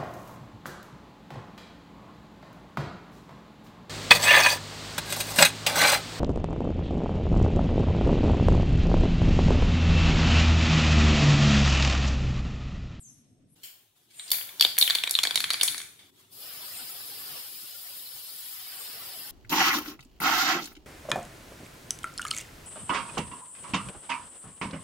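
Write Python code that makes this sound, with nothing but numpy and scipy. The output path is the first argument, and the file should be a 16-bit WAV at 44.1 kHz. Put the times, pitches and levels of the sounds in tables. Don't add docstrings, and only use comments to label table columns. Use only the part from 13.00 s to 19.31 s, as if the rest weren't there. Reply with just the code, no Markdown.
import sys
import numpy as np
from scipy import signal
from scipy.fft import rfft, irfft, next_fast_len
from scipy.io import wavfile
from scipy.ndimage import uniform_filter1d

SR = 44100
rng = np.random.default_rng(int(sys.argv[2]) if len(sys.argv) > 2 else 0)


def output_pcm(signal):
    pcm = np.clip(np.atleast_2d(signal).T, -1, 1) * 32767
    wavfile.write(sys.argv[1], SR, np.round(pcm).astype(np.int16))


N = 278271
FFT_SIZE = next_fast_len(N + SR)
TIME = np.arange(N) / SR

# (time [s], thud, knock, lower wall, upper wall, tick, ping [each dB rms over 4 ms],
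# lower wall pitch [Hz], upper wall pitch [Hz], contact time [ms])
IMPACTS = [(0.62, -81, -79, -74, -68, -67, -81, 2980, 4350, 1.1),
           (0.6324, -79, -61, -47.5, -52, -49.5, -61.5, 2870, 4270, 0.69),
           (1.1953, -72, -45.5, -39, -36.5, -54, -65.5, 3300, 3980, 0.57),
           (1.279, -67, -62, -50, -46, -48, -64, 3400, 4680, 0.75),
           (1.3039, -65, -61, -40, -35.0, -39, -40, 3450, 4280, 0.22),
           (1.3148, -41, -36, -23.5, -20.5, -26, -24, 3410, 4580, 1.26),
           (1.3318, -63, -38, -42, -44, -48, -41, 3480, 4280, 1.3),
           (1.3423, -56, -39, -35, -32.5, -49, -42, 3450, 4150, 1.4),
           (1.383, -56, -43, -43, -50, -54, -47, 3360, 4390, 1.1),
           (1.4106, -56, -44, -38, -55, -51.5, -53.0, 2840, 4530, 1.06),
           (1.4888, -72, -45, -43.5, -56, -58, -60, 3360, 4260, 1.6),
           (1.5969, -66, -53, -28, -26.5, -40.5, -43, 3370, 4500, 0.75),
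           (1.6087, -35.5, -28.5, -13, -10, -22.5, -26, 3400, 4416, 0.53),
           (1.6213, -43, -53, -25, -33, -29, -36, 3500, 4450, 0.99),
           (1.6239, -55, -36, -16, -17.5, -39, -42, 3120, 4470, 0.34),
           (1.6354, -49, -37, -33, -42, -39, -40, 3330, 4450, 0.44),
           (1.642, -44, -40, -27, -39, -47, -47.0, 3400, 4340, 1.24),
           (1.6478, -28.5, -26.0, -12, -21, -33.5, -37, 3500, 4500, 0.99),
           (1.6639, -43, -48, -29, -45, -51.0, -45.5, 3400, 4270, 0.76),
           (1.767, -55, -40, -44.5, -40, -49.5, -47, 3400, 4370, 0.61),
           (1.7793, -44.5, -28, -26, -32, -35.5, -34, 3280, 4370, 0.82),
           (1.7852, -54, -52, -45, -25, -22.5, -17.5, 3340, 4350, 0.22),
           (1.8118, -40.5, -39, -19.5, -22.5, -26.5, -34.5, 3570, 4280, 0.34),
           (1.818, -60, -51, -37.5, -25, -48, -45.5, 3530, 4470, 1.1),
           (1.825, -38.5, -43, -13, -16.5, -29.5, -33, 3415, 3930, 0.23),
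           (1.8767, -44, -27, -20, -41, -33, -36, 3140, 4070, 0.27),
           (1.897, -42, -26.5, -28, -20, -32, -37, 3340, 4350, 1.67),
           (1.9057, -49, -29.5, -18.5, -20, -32, -44, 3500, 4200, 0.52),
           (1.9495, -42.5, -30.5, -32, -20, -31.5, -33, 3500, 4330, 1.1),
           (1.9528, -39.5, -31, -20, -31, -34, -34, 3340, 4200, 0.7),
           (1.9844, -56, -51, -24, -36, -48, -53, 3400, 4170, 0.83),
           (2.0358, -39, -27.5, -22, -31, -34, -42, 3440, 3870, 0.54),
           (2.0389, -45, -42, -26, -44, -39, -41, 3320, 4340, 0.4),
           (2.073, -40.5, -27.5, -23.5, -31, -36.5, -44.5, 3670, 3760, 1.26),
           (2.094, -63, -59, -44, -31, -36, -38, 3550, 4500, 0.54),
           (2.1089, -43.5, -53, -36, -30, -24, -24, 3550, 4470, 0.52),
           (2.14, -70, -55.5, -33, -28.5, -50, -49, 3660, 4250, 0.31),
           (2.1516, -57, -41, -17.5, -16.5, -33.5, -38, 3380, 4080, 0.16),
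           (2.1633, -63, -46, -34, -35, -48, -47, 3550, 4400, 0.27),
           (2.1762, -55, -52, -39, -46, -53, -51, 3400, 4300, 0.25),
           (2.1882, -43.5, -28, -17.5, -32, -29, -37, 3260, 4160, 0.15),
           (2.199, -58.5, -40, -42, -44, -44, -48.5, 3200, 4210, 0.31),
           (2.2311, -38.5, -45, -23.5, -24, -25, -36, 3630, 4390, 2.2),
           (2.235, -41, -26, -28, -20, -30, -31, 3780, 4230, 1.44),
           (2.251, -36.5, -25, -27.5, -28, -31.5, -42, 3070, 4530, 0.7),
           (2.271, -38.5, -47, -23.5, -25, -48.5, -42.5, 3630, 4370, 0.32),
           (2.3077, -39.5, -31, -23, -29, -41, -38, 3300, 4600, 0.82),
           (2.344, -54.5, -44.5, -44.5, -38, -41, -43.5, 3580, 4300, 0.73),
           (2.3558, -36.5, -28.5, -18, -21.5, -22.5, -25, 3570, 4500, 1),
           (2.375, -41.5, -34.5, -23.5, -26.5, -44.5, -48, 3560, 4120, 0.38),
           (2.4025, -54.5, -33, -30, -26.5, -31.5, -31, 3260, 4480, 1.4),
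           (2.4396, -44, -27.5, -24, -26.5, -34, -40, 3150, 4300, 1.3),
           (2.492, -54.5, -46, -41, -41, -51.5, -54, 3380, 4150, 0.49),
           (2.5032, -43, -29.0, -22, -24.5, -29.5, -31.5, 3640, 4300, 0.64),
           (2.5088, -46, -34, -30, -24, -48, -46, 3450, 4450, 0.37),
           (2.5318, -43, -36, -32, -31, -32, -33, 3270, 4700, 1.96),
           (2.541, -47, -30, -29, -25.5, -47, -55, 3300, 4640, 0.41),
           (2.5984, -55.5, -52, -36, -43, -58.5, -44.5, 3440, 4480, 1),
           (2.6104, -44, -32.5, -18, -24, -34, -31, 3310, 4520, 1.2),
           (2.6199, -44.5, -47, -36.5, -42, -35.5, -40.5, 3360, 4330, 1.15),
           (2.63, -39, -29, -35.5, -27, -19, -18, 3300, 4550, 2.4),
           (2.6764, -56.5, -38.5, -30, -29, -32.5, -29.5, 3500, 4150, 0.91),
           (2.681, -53, -35.5, -22.5, -25, -38, -40.5, 3430, 4340, 1.1),
           (2.7443, -50, -36.5, -42, -37, -51, -49, 3400, 4400, 0.5),
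           (2.7776, -54, -41, -36.5, -38, -34.5, -38.0, 3630, 4300, 1.5),
           (2.8001, -59, -42, -40, -46.5, -53, -57, 3500, 4160, 1.4),
           (2.8138, -62, -44.5, -40, -51, -42.5, -48, 3400, 4300, 1.7),
           (2.989, -70.5, -63, -54, -62, -65.5, -75.5, 3370, 4510, 2)]
# (frequency [Hz], level within the group [dB], t60 before a cap of 44 cycles [s])
CAN_MODES = [
    [(319, -16, 0.025), (413, -10, 0.0081), (758, 6.5, 0.0075), (990, -7, 0.0027)],
    [(1246, 0.5, 0.0057), (1732, 8.5, 0.0055), (2297, 7, 0.0084)],
    [(2950, 9.5, 0.001), (3170, 2.5, 0.0059), (3660, 5, 0.014)],
    [(4170, 1.5, 0.026), (4480, 11, 0.025)],
    [(5540, 12.5, 0.0032), (6770, 5, 0.0097), (7640, -14, 0.012), (7850, 5, 0.0079), (8810, 5, 0.012)],
    [(9170, -7.5, 0.0057), (9890, 11, 0.015), (10920, 9.5, 0.0077)],
    [(11900, 1, 0.0064), (14100, 0, 0.004), (13330, 10.5, 0.0023), (15700, 3.5, 0.0043)],
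]
# (time [s], gain [dB])
ROOM_SEND = [(0.63, 22), (1.18, 9.5), (1.32, 9), (1.6, 8.5), (1.65, -1.5), (1.8, 8.5), (2.1, 4.5),
             (2.5, 7.5), (2.8, 9.5), (3.0, 23)]
# (delay [s], gain [dB])
CANVAS_ECHO = [(.0041, -13), (.0045, -13)]
# (time [s], jet level [dB], mist level [dB], canvas drumming level [dB])
SPRAY_LEVELS = [(3.29, -75, -84.5, -82.5), (3.33, -48.5, -70.5, -68), (3.45, -42, -52.5, -58),
                (3.8, -40, -51, -58), (3.95, -41, -54, -59.5), (4.37, -39.5, -50.5, -57.5),
                (4.5, -41.5, -57.5, -65.5), (5.3, -41.5, -58, -64), (5.55, -40.5, -53.5, -72),
                (5.68, -42, -52, -66.5), (5.8, -40.5, -50, -56.5), (6.04, -41, -50, -56.5),
                (6.31, -41, -53.5, -60)]
# (peak time [s], level [dB])
WHISTLE_PEAKS = [(3.775, -42), (5.65, -70), (5.81, -43.5)]
# (time [s], swish level [dB], whistle level [dB])
SLIDE_LEVELS = [(1.07, -99, -95), (1.108, -57, -69), (1.174, -54, -53), (1.2, -50, -39),
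                (1.212, -59, -43.5), (1.29, -44.5, -49), (1.31, -57, -66)]
# (frequency [Hz], relative level [dB], t60 [s])
SCRAPE_MODES = [(2200, -5.5, 0.0032), (3400, 0.5, 0.0044), (4300, -2, 0.0063)]
# (start [s], frequency [Hz], level [dB])
LINGERING_TONES = [(0.0, 8374, -64), (0.05, 6480, -70), (0.08, 5500, -71)]

# (time [s], level [dB])
SCRAPE_LEVEL = [(1.76, -62), (1.82, -48.5), (2.7, -50), (2.85, -61)]
RUMBLE_LEVEL = [(0.56, -63.5), (0.72, -76.5), (1.28, -72), (1.33, -61), (1.5, -66.5), (1.85, -60.5),
                (2.05, -65), (2.26, -60.5), (2.66, -58), (3.0, -68), (3.9, -62), (4.05, -63.5), (4.37, -59),
                (4.45, -68.5), (5.7, -69.5), (5.95, -63), (6.31, -62.5)]
AIR_LEVEL = [(.54, -101), (.56, -63), (.75, -61), (.95, -72), (.965, -63.5), (1.08, -67.5), (1.3, -48),
             (2.8, -54.5), (3.1, -61.5), (3.11, -70), (3.17, -61), (3.2, -56.5), (3.29, -64), (3.6, -66)]
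OPENING_AIR_LEVEL = [(0, -71), (.3, -77), (.55, -78), (.56, -95)]
SHIMMER_LEVEL = [(0.0, -58), (0.13, -67), (0.3, -78), (0.46, -92), (0.5, -66), (0.546, -64), (0.56, -89)]

# (frequency [Hz], relative spectral density [dB])
HISS_SPECTRUM = [(3350, -52), (5700, -48), (5950, -17), (8710, -10.5), (13100, -5), (15100, -9.5),
                 (15700, -2)]
ROAR_SPECTRUM = [(1800, -50), (2400, -10), (3000, 2.5), (4000, 3), (5300, 6.5), (5900, -9.5), (7000, -62)]
MIST_SPECTRUM = [(700, 5), (950, 4), (1400, 8.5), (2300, 8), (3000, 8), (4000, -40)]
DRUMMING_SPECTRUM = [(150, -31), (260, -8.5), (500, 2), (750, 3), (950, -2), (1300, 3.5)]
WHISTLE_SPECTRUM = [(7000, -7), (7800, -19), (8500, -6), (9000, -4), (9300, -32)]
SWISH_SPECTRUM = [(470, -66.5), (800, -18), (1210, -41), (1690, -1), (4690, 1), (5380, -6), (10000, -4),
                  (15700, -13)]
ROOM_SPECTRUM = [(200, -31.5), (1400, -18), (3700, -24.5), (6000, -20.5), (10000, -17.5), (15000, -19.5),
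                 (15900, -13.5)]
BUMPS_SPECTRUM = [(22, -9), (50, -24), (130, 2), (185, -6), (250, -1), (380, -17.5), (750, -25.5)]
RUMBLE_SPECTRUM = [(13, -36.5), (22, -3.5), (32, -17.5), (43, -18), (54, -21.5), (97, 1.5), (210, -5),
                   (330, -3.5), (430, -4.5), (730, -120)]
AIR_SPECTRUM = [(350, -11), (600, -2.5), (1200, -5), (2500, -5.5), (3400, 2), (5000, -6.5), (11000, -4.5),
                (15700, -6.5)]
OPENING_AIR_SPECTRUM = [(450, -15), (700, -3), (1500, -4.5), (3500, -3), (8000, -10.5), (13500, -21),
                        (14500, -45)]
SHIMMER_SPECTRUM = [(5300, -16), (7000, -18), (8500, 0), (11500, 5), (12000, -23)]

# (frequency [Hz], t60 [s])
ROOM_T60 = [(200, 0.21), (1400, 0.47), (3700, 0.43), (9700, 0.43), (15000, 0.48)]
# (frequency [Hz], coherence [0 to 1])
COHERENCE = [(30, 1), (130, 0.91), (290, 0.79), (640, 0.66), (1400, 0.12), (3100, 0.23), (6800, 0.017)]
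# (frequency [Hz], left minus right [dB])
BALANCE = [(60, 0.5), (240, 0.5), (950, 0), (3770, 0.5), (15000, 4.5)]

CONTACT_SAMPLES, KNOCK_SAMPLES = 512, 1024
WALL_TOP_HZ = 5000


def ball_knocks():
    times, groups_db, tunings, contact_s = impact_settings()
    level_window = .004 * SR
    knocks, power = 0, 0
    for modes, group_db, tuning in zip(CAN_MODES, groups_db, tunings):
        group, group_power = mode_group(modes, tuning, contact_s)
        if modes is CAN_MODES[0]:
            group = group + paint_thud(contact_s)
        mean_square = np.sum(group.mean(axis=0) ** 2, axis=1) / level_window
        knocks = knocks + group * (from_db(group_db) / np.sqrt(mean_square))[:, None]
        power_gain = from_db(2 * group_db) * level_window / group_power.mean(axis=1)
        power = power + group_power * power_gain[:, None]
    all_round = np.roll(irfft(np.sqrt(uniform_filter1d(power, size=9))), 128, axis=1)
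    send_db = np.interp(times, *np.transpose(ROOM_SEND))
    starts = np.round((times - .0001) * SR).astype(int)
    tracks = np.zeros((3, N))
    for k, start in enumerate(starts):
        tracks[:2, start:start + KNOCK_SAMPLES] += knocks[:, k]
        tracks[2, start:start + KNOCK_SAMPLES] += all_round[k] * from_db(send_db[k])
    bass_cut = signal.butter(3, 150, "high", fs=SR, output="sos")
    *direct, to_room = signal.sosfilt(bass_cut, tracks)
    near = [x + from_db(db) * np.roll(x, round(lag * SR)) for x, (lag, db) in zip(direct, CANVAS_ECHO)]
    return np.array(near), to_room


def impact_settings(dulling_db_per_s=10):
    times, *groups_db, lower_hz, upper_hz, contact_ms = np.transpose(IMPACTS)
    sparkle_db = groups_db[-1] - 0.5 - dulling_db_per_s * (times - times.mean())
    tunings = np.ones((len(CAN_MODES), len(times), 1))
    for wall, hz in ((2, lower_hz), (3, upper_hz)):
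        mode_hz, mode_db, t60 = np.transpose(CAN_MODES[wall])
        tunings[wall, :, 0] = hz / np.average(mode_hz, weights=from_db(2 * mode_db) * t60)
    return times, groups_db + [sparkle_db], tunings, contact_ms[:, None] / 1000


def mode_group(modes, tuning, contact_s, build_cycles=1.1, swell_cycles=2.1):
    t = np.arange(CONTACT_SAMPLES) / SR
    sound, power = 0, 0
    for hz, db, t60 in modes:
        cushion_s, detune = (.0005, .035) if hz > WALL_TOP_HZ else (0, .012)
        rise = t / (contact_s + cushion_s + build_cycles / hz)
        pulse = (rise * np.exp(-rise)) ** 3
        common, side = rng.standard_normal((2, len(tuning), CONTACT_SAMPLES)) * pulse
        drive = common + from_db(-9) * side * [[[1]], [[-1]]]
        pitch = hz * tuning * (1 + detune * rng.standard_normal((len(tuning), 1)))
        swell = 1 - np.exp(-t * hz / swell_cycles)
        decay = from_db(db - 60 * t / min(t60, 44 / hz))
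        response = rfft(np.sin(2 * np.pi * pitch * t) * swell * decay, KNOCK_SAMPLES)
        sound = sound + irfft(rfft(drive, KNOCK_SAMPLES) * response)
        power = power + np.abs(response) ** 2
    return sound, power


def paint_thud(contact_s, from_hz=1750, to_hz=218, fall_s=0.00223, peak_s=0.0015):
    age = np.maximum(np.arange(KNOCK_SAMPLES) / SR - contact_s, 0)
    cycles = to_hz * age + (from_hz - to_hz) * fall_s * (1 - np.exp(-age / fall_s))
    envelope = from_db(43) * age / peak_s * np.exp(-age / peak_s)
    return envelope * np.sin(2 * np.pi * cycles)


def spray():
    hiss_db, mist_db, drumming_db = envelopes(SPRAY_LEVELS)
    usual_mist_db = np.median(mist_db[TIME > SPRAY_LEVELS[2][0]])
    roar_db = hiss_db - 5 + 0.2 * np.clip(mist_db - usual_mist_db, -10, 10)
    puff = from_db(-55) * np.exp(-((TIME - 4.37) / 0.02) ** 2)
    hiss = from_db(hiss_db) * noise(HISS_SPECTRUM, 1.3, 30, bands=14)
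    roar = from_db(roar_db) * noise(ROAR_SPECTRUM, 1.3, 30, bands=8)
    mist = from_db(mist_db) * noise(MIST_SPECTRUM, 1.5, 25, bands=8)
    drumming = (from_db(drumming_db) + puff) * noise(DRUMMING_SPECTRUM, 0.99, 14, bands=3)
    return coarse_grain(hiss + roar + mist + drumming) + nozzle_whistle()


def nozzle_whistle(rise_db_per_s=167, fall_db_per_s=121, rest_db=-87):
    level = from_db(rest_db) * (TIME > SPRAY_LEVELS[1][0])
    for peak_s, db in WHISTLE_PEAKS:
        age = TIME - peak_s
        level += from_db(db + np.minimum(rise_db_per_s * age, -fall_db_per_s * age))
    return level * noise(WHISTLE_SPECTRUM, 0.71, 27)


def ball_slide():
    swish_db, whistle_db = envelopes(SLIDE_LEVELS)
    whistle = from_db(whistle_db) * noise(WHISTLE_SPECTRUM, 1.5, 70)
    return from_db(swish_db) * coarse_grain(noise(SWISH_SPECTRUM, 5.4, 59.4, bands=8)) + whistle


def ball_scrape(median_touches_per_s=250, spread_db=5):
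    sizes = from_db(spread_db * np.minimum(rng.exponential(1, N), 4)) * rng.choice([-1, 1], N)
    touches = sizes * (rng.random(N) < median_touches_per_s * from_db(5 * drift(60)) / SR)
    struck_mode = rng.integers(0, len(SCRAPE_MODES), N)
    sound = 0
    for k, (hz, db, t60) in enumerate(SCRAPE_MODES):
        radius, angle = from_db(-60 / (t60 * SR)), 2 * np.pi * hz / SR
        poles = [1, -2 * radius * np.cos(angle), radius * radius]
        ring = signal.lfilter([np.sin(angle)], poles, touches * (struck_mode == k) + 1e-18)
        softened = signal.lfilter([1, 0, -1], poles, ring)
        sound = sound + from_db(db) * unit_rms(softened)
    return from_db(envelopes(SCRAPE_LEVEL)[0]) * unit_rms(sound)


def chirp(from_hz=8500, to_hz=5500, fall_s=0.035, fade_db_per_s=160):
    glide_hz = to_hz + (from_hz - to_hz) * np.exp(-TIME / fall_s)
    level_db = -61 - fade_db_per_s * TIME + 6.2 * drift(30)
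    rough_hz = glide_hz * (1 + 0.027 * drift(110))
    return from_db(level_db) * np.sin(2 * np.pi * np.cumsum(rough_hz) / SR)


def lingering_tones(rise_s=0.012, fade_db_per_s=47, half_width_hz=140):
    sound = 0
    for start, hz, db in LINGERING_TONES:
        age = TIME - start
        level = np.clip(age / rise_s, 0, 1) * from_db(db - fade_db_per_s * age)
        spectrum = [(hz - half_width_hz, -10), (hz, 0), (hz + half_width_hz, -10)]
        sound = sound + level * noise(spectrum, 1.7, 30)
    return sound


def reverberation(x, build_s=0.0014):
    t = np.arange(SR) / SR
    parts = diffuse_bands(ROOM_SPECTRUM, 8)
    tail = sum(band[:, :SR] * from_db(-60 * t / at_hz(ROOM_T60, hz)) for hz, band in parts)
    response = tail * (1 - np.exp(-(t / build_s) ** 2)) * from_db(-23.5)
    return irfft(rfft(x, FFT_SIZE) * rfft(response, FFT_SIZE), FFT_SIZE)[:, :N]


def background(opening_s=0.548):
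    bumps = from_db(-61) * (TIME < opening_s) * noise(BUMPS_SPECTRUM, 3.5, 21.7, bands=3)
    rumble = from_db(envelopes(RUMBLE_LEVEL)[0]) * noise(RUMBLE_SPECTRUM, 3.2, 25, bands=5)
    air = from_db(envelopes(AIR_LEVEL)[0]) * coarse_grain(noise(AIR_SPECTRUM, 0.7, 21))
    faint_air = from_db(envelopes(OPENING_AIR_LEVEL)[0]) * noise(OPENING_AIR_SPECTRUM, 2.5, 28.2, bands=4)
    shimmer = from_db(envelopes(SHIMMER_LEVEL)[0]) * noise(SHIMMER_SPECTRUM, 2.5, 30)
    return bumps + rumble + air + faint_air + shimmer


def coarse_grain(x, spread_db=5.4):
    cells = signal.stft(x, nperseg=1536)[2]
    gains = from_db(spread_db * rng.standard_normal(cells.shape[1:]))
    rough = signal.istft(cells * gains, nperseg=1536)[1][:, :N]
    return rough * np.std(x) / np.std(rough)


def noise(spectrum, flicker_db, flicker_hz, bands=2):
    common = 0.35 * drift(flicker_hz)
    return unit_rms(sum(band[:, :N] * from_db(flicker_db * (common + drift(flicker_hz)))
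                        for _, band in diffuse_bands(spectrum, bands)))


def diffuse_bands(spectrum, count):
    hz = np.maximum(np.arange(FFT_SIZE // 2 + 1) * SR / FFT_SIZE, 1)
    mid, side = rfft(rng.standard_normal((2, FFT_SIZE)))
    coherence = np.clip(at_hz(COHERENCE, hz), 0, 1)
    inside = (hz >= spectrum[0][0]) & (hz <= spectrum[-1][0])
    balance = from_db(at_hz(BALANCE, hz) * [[.5], [-.5]])
    pair = np.sqrt(1 + coherence) * mid + np.sqrt(1 - coherence) * side * [[1], [-1]]
    coloured = pair * balance * inside * from_db(at_hz(spectrum, hz))
    low_hz, high_hz = hz[inside][[0, -1]]
    position = np.log(hz / low_hz) / np.log(high_hz / low_hz) * (count - 1)
    for k in range(count):
        triangle = np.clip(1 - np.abs(position - k), 0, 1)
        yield hz[np.argmax(position >= k - 1e-9)], irfft(coloured * triangle, FFT_SIZE)


def drift(rate_hz):
    return np.interp(TIME * rate_hz, np.arange(800), rng.standard_normal(800))


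def envelopes(rows):
    times, *columns = np.transpose(rows)
    return [np.interp(TIME, times, db, left=-150, right=-150) for db in columns]


def at_hz(points, hz):
    frequencies, values = np.transpose(points)
    return np.interp(np.log(hz), np.log(frequencies), values)


def from_db(db):
    return 10 ** (np.asarray(db) / 20)


def unit_rms(x):
    return x / np.sqrt(np.mean(x ** 2) + 1e-20)


def scene(echo_ends_s=3.105):
    knocks, to_room = ball_knocks()
    far_chirp = chirp()
    direct = knocks + from_db(-8) * far_chirp + lingering_tones()
    echo = reverberation(to_room + from_db(19) * far_chirp) * (TIME < echo_ends_s)
    return direct + echo + ball_slide() + ball_scrape() + spray() + background()


def record(dry, treble_edge_hz=15907.5, cutoff_hz=16785):
    rounded = 1.127 * np.tanh(dry / 1.233)
    heard = signal.sosfilt(signal.cheby2(14, 22, treble_edge_hz, fs=SR, output="sos"), rounded)
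    return signal.sosfilt(signal.cheby2(12, 60, cutoff_hz, fs=SR, output="sos"), heard)


dry = scene()
out = record(dry)
output_pcm(out)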